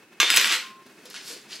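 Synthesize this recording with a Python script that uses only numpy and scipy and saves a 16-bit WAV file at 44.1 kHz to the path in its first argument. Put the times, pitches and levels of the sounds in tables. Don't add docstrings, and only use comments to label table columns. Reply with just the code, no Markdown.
import sys
import numpy as np
from scipy import signal
from scipy.fft import rfft, irfft
from scipy.io import wavfile
from scipy.ndimage import uniform_filter1d

SR = 44100
rng = np.random.default_rng(int(sys.argv[2]) if len(sys.argv) > 2 else 0)


def wav_out(sig):
    wavfile.write(sys.argv[1], SR, np.round(np.clip(np.atleast_2d(sig).T, -1, 1) * 32767).astype(np.int16))


def invert_db(x):
    u = np.asarray(x, float) / 20
    return 10 ** u


N = 70560


def read(points, hz):
    f, value = np.transpose(points)
    return np.interp(np.log(hz + 1), np.log(f + 1), value)


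def evened(x):
    return x / np.sqrt(np.mean(x ** 2) + 1e-20)


def add(mix, s, sound):
    part = mix[round(s * SR):][:len(sound)]
    part += sound[:len(part)]


def pressure(s, db):
    return invert_db(np.interp(np.arange(N) / SR, s, db, -120, -120))


def click(points, tilt_db=0., size=2048):
    hz = abs(np.fft.fftfreq(size, 1 / SR))
    level_db = read(points, hz) + tilt_db * np.log2((hz + 200) / 3000)
    log_gain = np.log(invert_db(np.maximum(level_db, -100)))
    phase = -signal.hilbert(log_gain).imag
    tap = np.fft.ifft(np.exp(log_gain + 1j * phase)).real[:size // 2]
    return tap / abs(tap).max()


def shaped(x, points):
    return irfft(rfft(x) * invert_db(read(points, np.fft.rfftfreq(N, 1 / SR))), N)


def grit(per_s, spread_db):
    size = invert_db(spread_db * np.minimum(rng.exponential(1, N), 4))
    hit = rng.random(N) < per_s / SR
    return size * hit * rng.choice([-1, 1], N)


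def grains(rough, colour):
    return signal.oaconvolve(rough, evened(colour) / 32)[:N]


def ring(modes, scatter_db, low_db=0, free_s=0.44):
    t, out = np.arange(SR // 2) / SR, 0
    for (hz, db, t60), (a, b, c) in zip(modes, rng.random((len(modes), 3))):
        beat = 1 + .15 * np.cos(2 * np.pi * ((18 + 30 * a) * t + c))
        level_db = db + scatter_db * (a - .5) + low_db * (hz < 7300) - 60 * t / min(t60, .8)
        out = out + invert_db(level_db) * beat * np.sin(2 * np.pi * (hz * t + b))
    held_t60 = 0.011
    attack = np.minimum(t / 0.00044, 1)
    return out * attack * invert_db(-60 * np.maximum(t - free_s, 0) / held_t60)


def burst(db, colour, decay_s):
    t = np.arange(1200) / SR
    chatter = rng.standard_normal(len(t)) * np.exp(-t / decay_s) * (1 - np.exp(-t / 0.0001))
    sound = np.convolve(chatter, colour)
    return invert_db(db) * sound / abs(sound).max()


def snap(db, hz, cycles=18):
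    turns = np.arange(900) * hz / SR
    return invert_db(db - 60 * turns / cycles) * np.sin(2 * np.pi * turns) * np.minimum(turns, 1)


# (f/Hz, level/dB)
AIR_COLOUR = [(18, -74), (30, -40), (221, -5), (426, -3.5), (461, -12.5), (1810, -9), (2290, -19),
              (2540, -14), (16000, -31)]
# (f/Hz, width/Hz, level/dB)
APPLIANCE_HUM = [(214, 530, -4), (1640, 35, -27), (2190, 150, 4), (2580, 125, 5)]
# (f/Hz, side minus mid level/dB)
AIR_WIDTH = [(60, -16), (180, -32), (550, -22), (1650, -12), (4970, -5), (15000, 2)]


def air():
    hz = np.fft.rfftfreq(N, 1 / SR)
    bumps = sum(invert_db(db + 2.0) / (1 + (2 * (hz - f) / width) ** 2) for f, width, db in APPLIANCE_HUM)
    a, b, c = rng.standard_normal((3, N))
    slow = uniform_filter1d(uniform_filter1d(c, 700), 700)
    flutter = invert_db(1.83 * evened(slow))
    colour = invert_db(read(AIR_COLOUR, hz)) * (0.94 + bumps)
    mid, side = irfft(rfft([a * flutter, b]) * colour, N)
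    return invert_db(-53) * np.array([mid, shaped(side, AIR_WIDTH)]) / np.std(mid)


# (t/s, peak level/dB, treble tilt/dB per octave)
KNOCK_HITS = [(0.201, -3.5, 0.5), (0.205, -11, 7), (0.2163, -12, -5.5), (0.23, -8, -4.5), (0.251, -19, -3),
              (0.3026, -2.5, 4), (0.3405, -10.5, -5), (0.354, -14, -3), (0.372, -0.5, 5.5),
              (0.3793, -10, 2), (0.381, -12, -3.5), (0.3974, -9, 2), (.414, -6, 0.5), (0.419, -16.5, 4),
              (0.4447, -7.5, -1), (.474, -15.5, 4.5), (0.502, -17, -1), (0.514, -21, 2.5), (0.525, -20, 1),
              (0.53, -20, -2), (0.542, -15, 2)]
# (t/s, peak level/dB, f/Hz)
FLAT_SLAPS = [
    (.2018, -2, 2730),
    (0.304, -8, 3020),
    (0.3397, -16, 2290),
    (0.3721, -2, 2900),
    (.3775, -11, 5840),
]
# (t/s, peak level/dB, lower modes level/dB, free ring/s)
TINE_CLINKS = [
    (.3018, -13, 0, 0.058),
    (0.341, -15.5, -27, 0.057),
    (0.3614, -6, -6, 0.011),
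    (.376, -22.5, 0, 0.073),
    (.410, -14, -9, 0.029),
    (0.448, -18, 1, 0.069),
    (.520, -18, -31, .06),
    (.548, -26, -17, 0.066),
    (.610, -35.5, -27, 0.208),
    (.665, -44, 0, .1),
]
# (f/Hz, level/dB)
LAMINATE = [(120, -58.5), (300, -17.5), (800, -16), (1200, -2.5), (2800, 2.5), (5000, -4), (7500, -10.5),
            (14200, -28.5)]


def knocks():
    out, blows = np.zeros(N), np.zeros(N)
    for s, db, tilt_db in KNOCK_HITS:
        add(out, s, burst(db + 1.5, click(LAMINATE, tilt_db), 0.00091))
        add(blows, s, invert_db([db]))
    for s, db, hz in FLAT_SLAPS:
        add(out, s, snap(db, hz))
    for s, db, _, _ in TINE_CLINKS:
        add(out, s, burst(db, click(LAMINATE, 19.5), 0.0042))
    return out, blows


# (t/s, level/dB)
SKID_PRESSURE = [(0.202, -20), (0.259, -26), (0.359, -22), (0.375, -10.5), (0.389, -24.5), (.49, -23),
                 (0.528, -19), (0.602, -36.5), (0.719, -55)]


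def skid():
    s, db = np.transpose(SKID_PRESSURE)
    return evened(grit(8000, 3.4)) * pressure(s, db)


# (f/Hz, level/dB, t60/s)
BOARD_MODES = [(213, -11, 0.25), (346, 0, 0.14), (420, -5, 0.12), (510, 1, 0.12), (960, 1, 0.15)]


def fork():
    out, blows = knocks()
    rough = skid()
    out += invert_db(-2.5) * grains(rough, click(LAMINATE))
    drive = invert_db(-41.5) * blows + invert_db(-54.0) * rough
    out += signal.oaconvolve(drive, ring(BOARD_MODES, 0))[:N]
    return signal.sosfilt(signal.butter(4, 150, "high", fs=SR, output="sos"), out)


# (f/Hz, level/dB, t60/s)
LANDING_MODES = [(1192, -4, .15), (1620, -6, .15), (2175, -9, .22), (2550, -10, .2), (3668, -16, .4),
                 (3628, -9, .8), (3452, -11, .5), (4156, -13, .16), (5943, -6, .09), (6255, -7, .1),
                 (10050, -26, .18), (11430, -23, .25), (12220, -26, .17), (12700, -22, .07),
                 (13930, -25, .15)]
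# (f/Hz, level/dB, t60/s)
STEEL_MODES = [(3628, -7, .5), (5033, 5, .8), (5970, -9, .12), (6732, -4, .15), (7951, -3, .45),
               (8142, -7, .35), (9372, -13, .2), (10026, -8, .2), (10300, -12, .15), (12210, -10, .3),
               (13700, -10, .12), (13920, -13, .15)]


def steel():
    flat_s, flat_db = .4, -14
    out = np.zeros(N)
    add(out, KNOCK_HITS[0][0], invert_db(-16) * ring(LANDING_MODES, 0, free_s=0.16))
    for s, db, low_db, free_s in TINE_CLINKS:
        muted_db = low_db + flat_db * (s > flat_s)
        add(out, s, invert_db(db - 15.0) * ring(STEEL_MODES, 5, muted_db, free_s))
    return out


# (t/s, level/dB, side share level/dB)
JOLTS = [
    (0.2046, -40, -27),
    (0.374, -30.5, -2.5),
]


def jolt(mid, side):
    for s, db, side_db in JOLTS:
        add(mid, s, invert_db(db) * np.hanning(90))
        add(side, s, invert_db(db + side_db) * np.hanning(90))


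def handle():
    start_s, hz, db, t60 = .622, 1057, -46.5, 1.6
    rest_s, rest_t60, rise_hz_per_s = 0.8063, 0.33, 3.1
    t = np.arange(SR // 2) / SR
    rest = np.maximum(t + start_s - rest_s, 0)
    fade = invert_db(db - 60 * t / t60 - 60 * rest / rest_t60) * np.minimum(t / 0.021, 1)
    out = np.zeros(N)
    add(out, start_s, fade * np.sin(2 * np.pi * np.cumsum(hz + rise_hz_per_s * t) / SR))
    return out


# (f/Hz, level/dB)
SHELL_COLOUR = [(400, -18), (900, -13.5), (1500, -4.5), (3000, 0), (4700, 3), (7000, -3.5), (11600, -13.5),
                (16000, -28)]
# (t/s, pressure level/dB, bright part level/dB)
FINGER_RUBS = [
    [(.82, -69, -5), (.87, -57, -17), (.9, -73.5, 7), (1.045, -61.5, -4)],
    [(1.05, -69, -7), (1.057, -45.5, -14), (1.097, -56.5, -23), (1.103, -48, -6), (1.141, -49.5, -14),
     (1.147, -41, -17), (1.158, -39, -27), (1.2, -47, -20), (1.24, -47.5, -2)],
    [(1.241, -49.5, -2.5), (1.28, -44.5, 2.5), (1.322, -42.5, -0.5), (1.36, -49, -5.5), (1.4, -55, -4.5),
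     (1.474, -66, 0)],
    [(1.475, -58, -10), (1.5, -48.5, -8), (1.52, -40, -16), (1.562, -45.5, -8), (1.575, -55, -7),
     (1.6, -47, -16)],
]


def rubs():
    dull, bright = evened(grit(8000, 3.6)), evened(grit(9000, 3.2))
    press, shine = np.zeros((2, N))
    for rub in FINGER_RUBS:
        s, db, bright_db = np.transpose(rub)
        press += pressure(s, db - 0.5)
        shine += pressure(s, db + bright_db)
    return grains(dull * press, click(SHELL_COLOUR, -2.4)) + grains(bright * shine, click(SHELL_COLOUR, 7.1))


# (t/s, peak level/dB, tilt/dB per octave)
SHELL_TICKS = [(.845, -67, 5), (.866, -45, 19), (1.051, -46, 7), (1.0555, -33, 16), (1.1012, -35, 13),
               (1.133, -43, 8), (1.1422, -29, -1), (1.149, -35, 3), (1.276, -33, 5), (1.2815, -28, 4),
               (1.416, -44, 8), (1.558, -30, 3)]
# (t/s, peak level/dB, f/Hz)
FLAKE_SNAPS = [(1.0555, -35.5, 3600), (1.101, -34, 4870), (1.1075, -34, 5100), (1.1425, -29.5, 1540),
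               (1.149, -28, 2880), (1.155, -34, 2800), (1.1575, -31, 4330), (1.163, -24, 2980),
               (1.1665, -32, 2260), (1.172, -29, 3360), (1.1755, -40, 1860), (1.2005, -38, 2500),
               (1.301, -37, 4440), (1.314, -30, 3570), (1.327, -33, 5000), (1.336, -29, 4800),
               (1.5165, -28, 5100), (1.519, -35, 3720), (1.523, -31, 4270), (1.528, -26, 3150),
               (1.5315, -20.5, 4400), (1.536, -24, 5340), (1.547, -32, 3860), (1.554, -25, 4500),
               (1.561, -36, 5600), (1.566, -25.5, 4770)]


def crackle():
    out = np.zeros(N)
    for s, db, tilt_db in SHELL_TICKS:
        add(out, s, burst(db, click(SHELL_COLOUR, tilt_db), 0.0018))
    for s, db, hz in FLAKE_SNAPS:
        add(out, s, snap(db, hz))
    return out


# (t/s, level/dB, f/Hz)
BOWL_BUMPS = [
    (1.054, -40, 513),
    (1.066, -51, 520),
    (1.101, -49, 396),
    (1.302, -40.5, 470),
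    (1.324, -40, 508),
    (1.363, -41.5, 390),
]


def bowl():
    out, t = np.zeros(N), np.arange(4000) / SR
    for s, db, hz in BOWL_BUMPS:
        fade = invert_db(db - 60 * t / 0.064) * np.minimum(t / 0.00079, 1)
        add(out, s, fade * np.sin(2 * np.pi * hz * t))
    return out


def egg():
    out = rubs() + crackle() + bowl()
    return signal.sosfilt(signal.butter(2, 250, "high", fs=SR, output="sos"), out)


# (f/Hz, t60/s)
ROOM_T60 = [(500, 0.23), (1000, 0.35), (4000, 0.32), (12000, 0.2)]
# (f/Hz, side minus mid level/dB)
ROOM_WIDTH = [(60, 7), (180, -52), (550, -29), (1650, -34), (4970, -10.5), (15000, 6.5)]
LAG_S = 1.5e-5


def kitchen(x):
    taps = np.zeros((2, SR))
    at = np.arange(100, SR - 20, 20) + rng.integers(0, 20, (2, (SR - 101) // 20))
    np.put_along_axis(taps, at, rng.choice([-1., 1.], at.shape), 1)
    hz, t, z = signal.stft(taps, SR, nperseg=256)
    tail = signal.istft(z * invert_db(-60 * t / read(ROOM_T60, hz)[:, None]), SR, nperseg=256)[1]
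    tail = invert_db(-4.5) * tail / np.linalg.norm(tail[0])
    mid, side = signal.fftconvolve(x[None], tail, axes=1)[:, :N]
    return np.array([x + mid, invert_db(2) * shaped(side, ROOM_WIDTH) - LAG_S * SR / 2 * np.gradient(x)])


def scene():
    tines, note = steel(), handle()
    near = fork() + egg() + invert_db(-4.5) * tines + invert_db(-10.0) * note
    mid, side = kitchen(near) + air()
    mid = mid + note + invert_db(-5.5) * tines
    side = side - 3 * LAG_S * SR * invert_db(-22) * np.gradient(tines)
    jolt(mid, side)
    return np.array([mid + side, mid - side])


def band_limit(x):
    return signal.sosfilt(signal.butter(12, 16600, fs=SR, output="sos"), x)


def record(dry):
    x = np.clip(signal.sosfilt(signal.butter(1, 60, "high", fs=SR, output="sos"), dry), -1, 1)
    x = signal.oaconvolve(x, signal.firwin(511, 16100, window=("kaiser", 9), fs=SR)[None], "same")
    low = signal.oaconvolve(x, signal.firwin(511, 14350, window=("kaiser", 9), fs=SR)[None], "same")
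    power = uniform_filter1d((x ** 2).mean(0), 500)
    shut = (power > invert_db(2 * -39)) & (power < invert_db(2 * -14))
    x = x - (x - low) * uniform_filter1d(shut * 1., 200)
    return band_limit(x)


dry = scene()
out = record(dry)
wav_out(out)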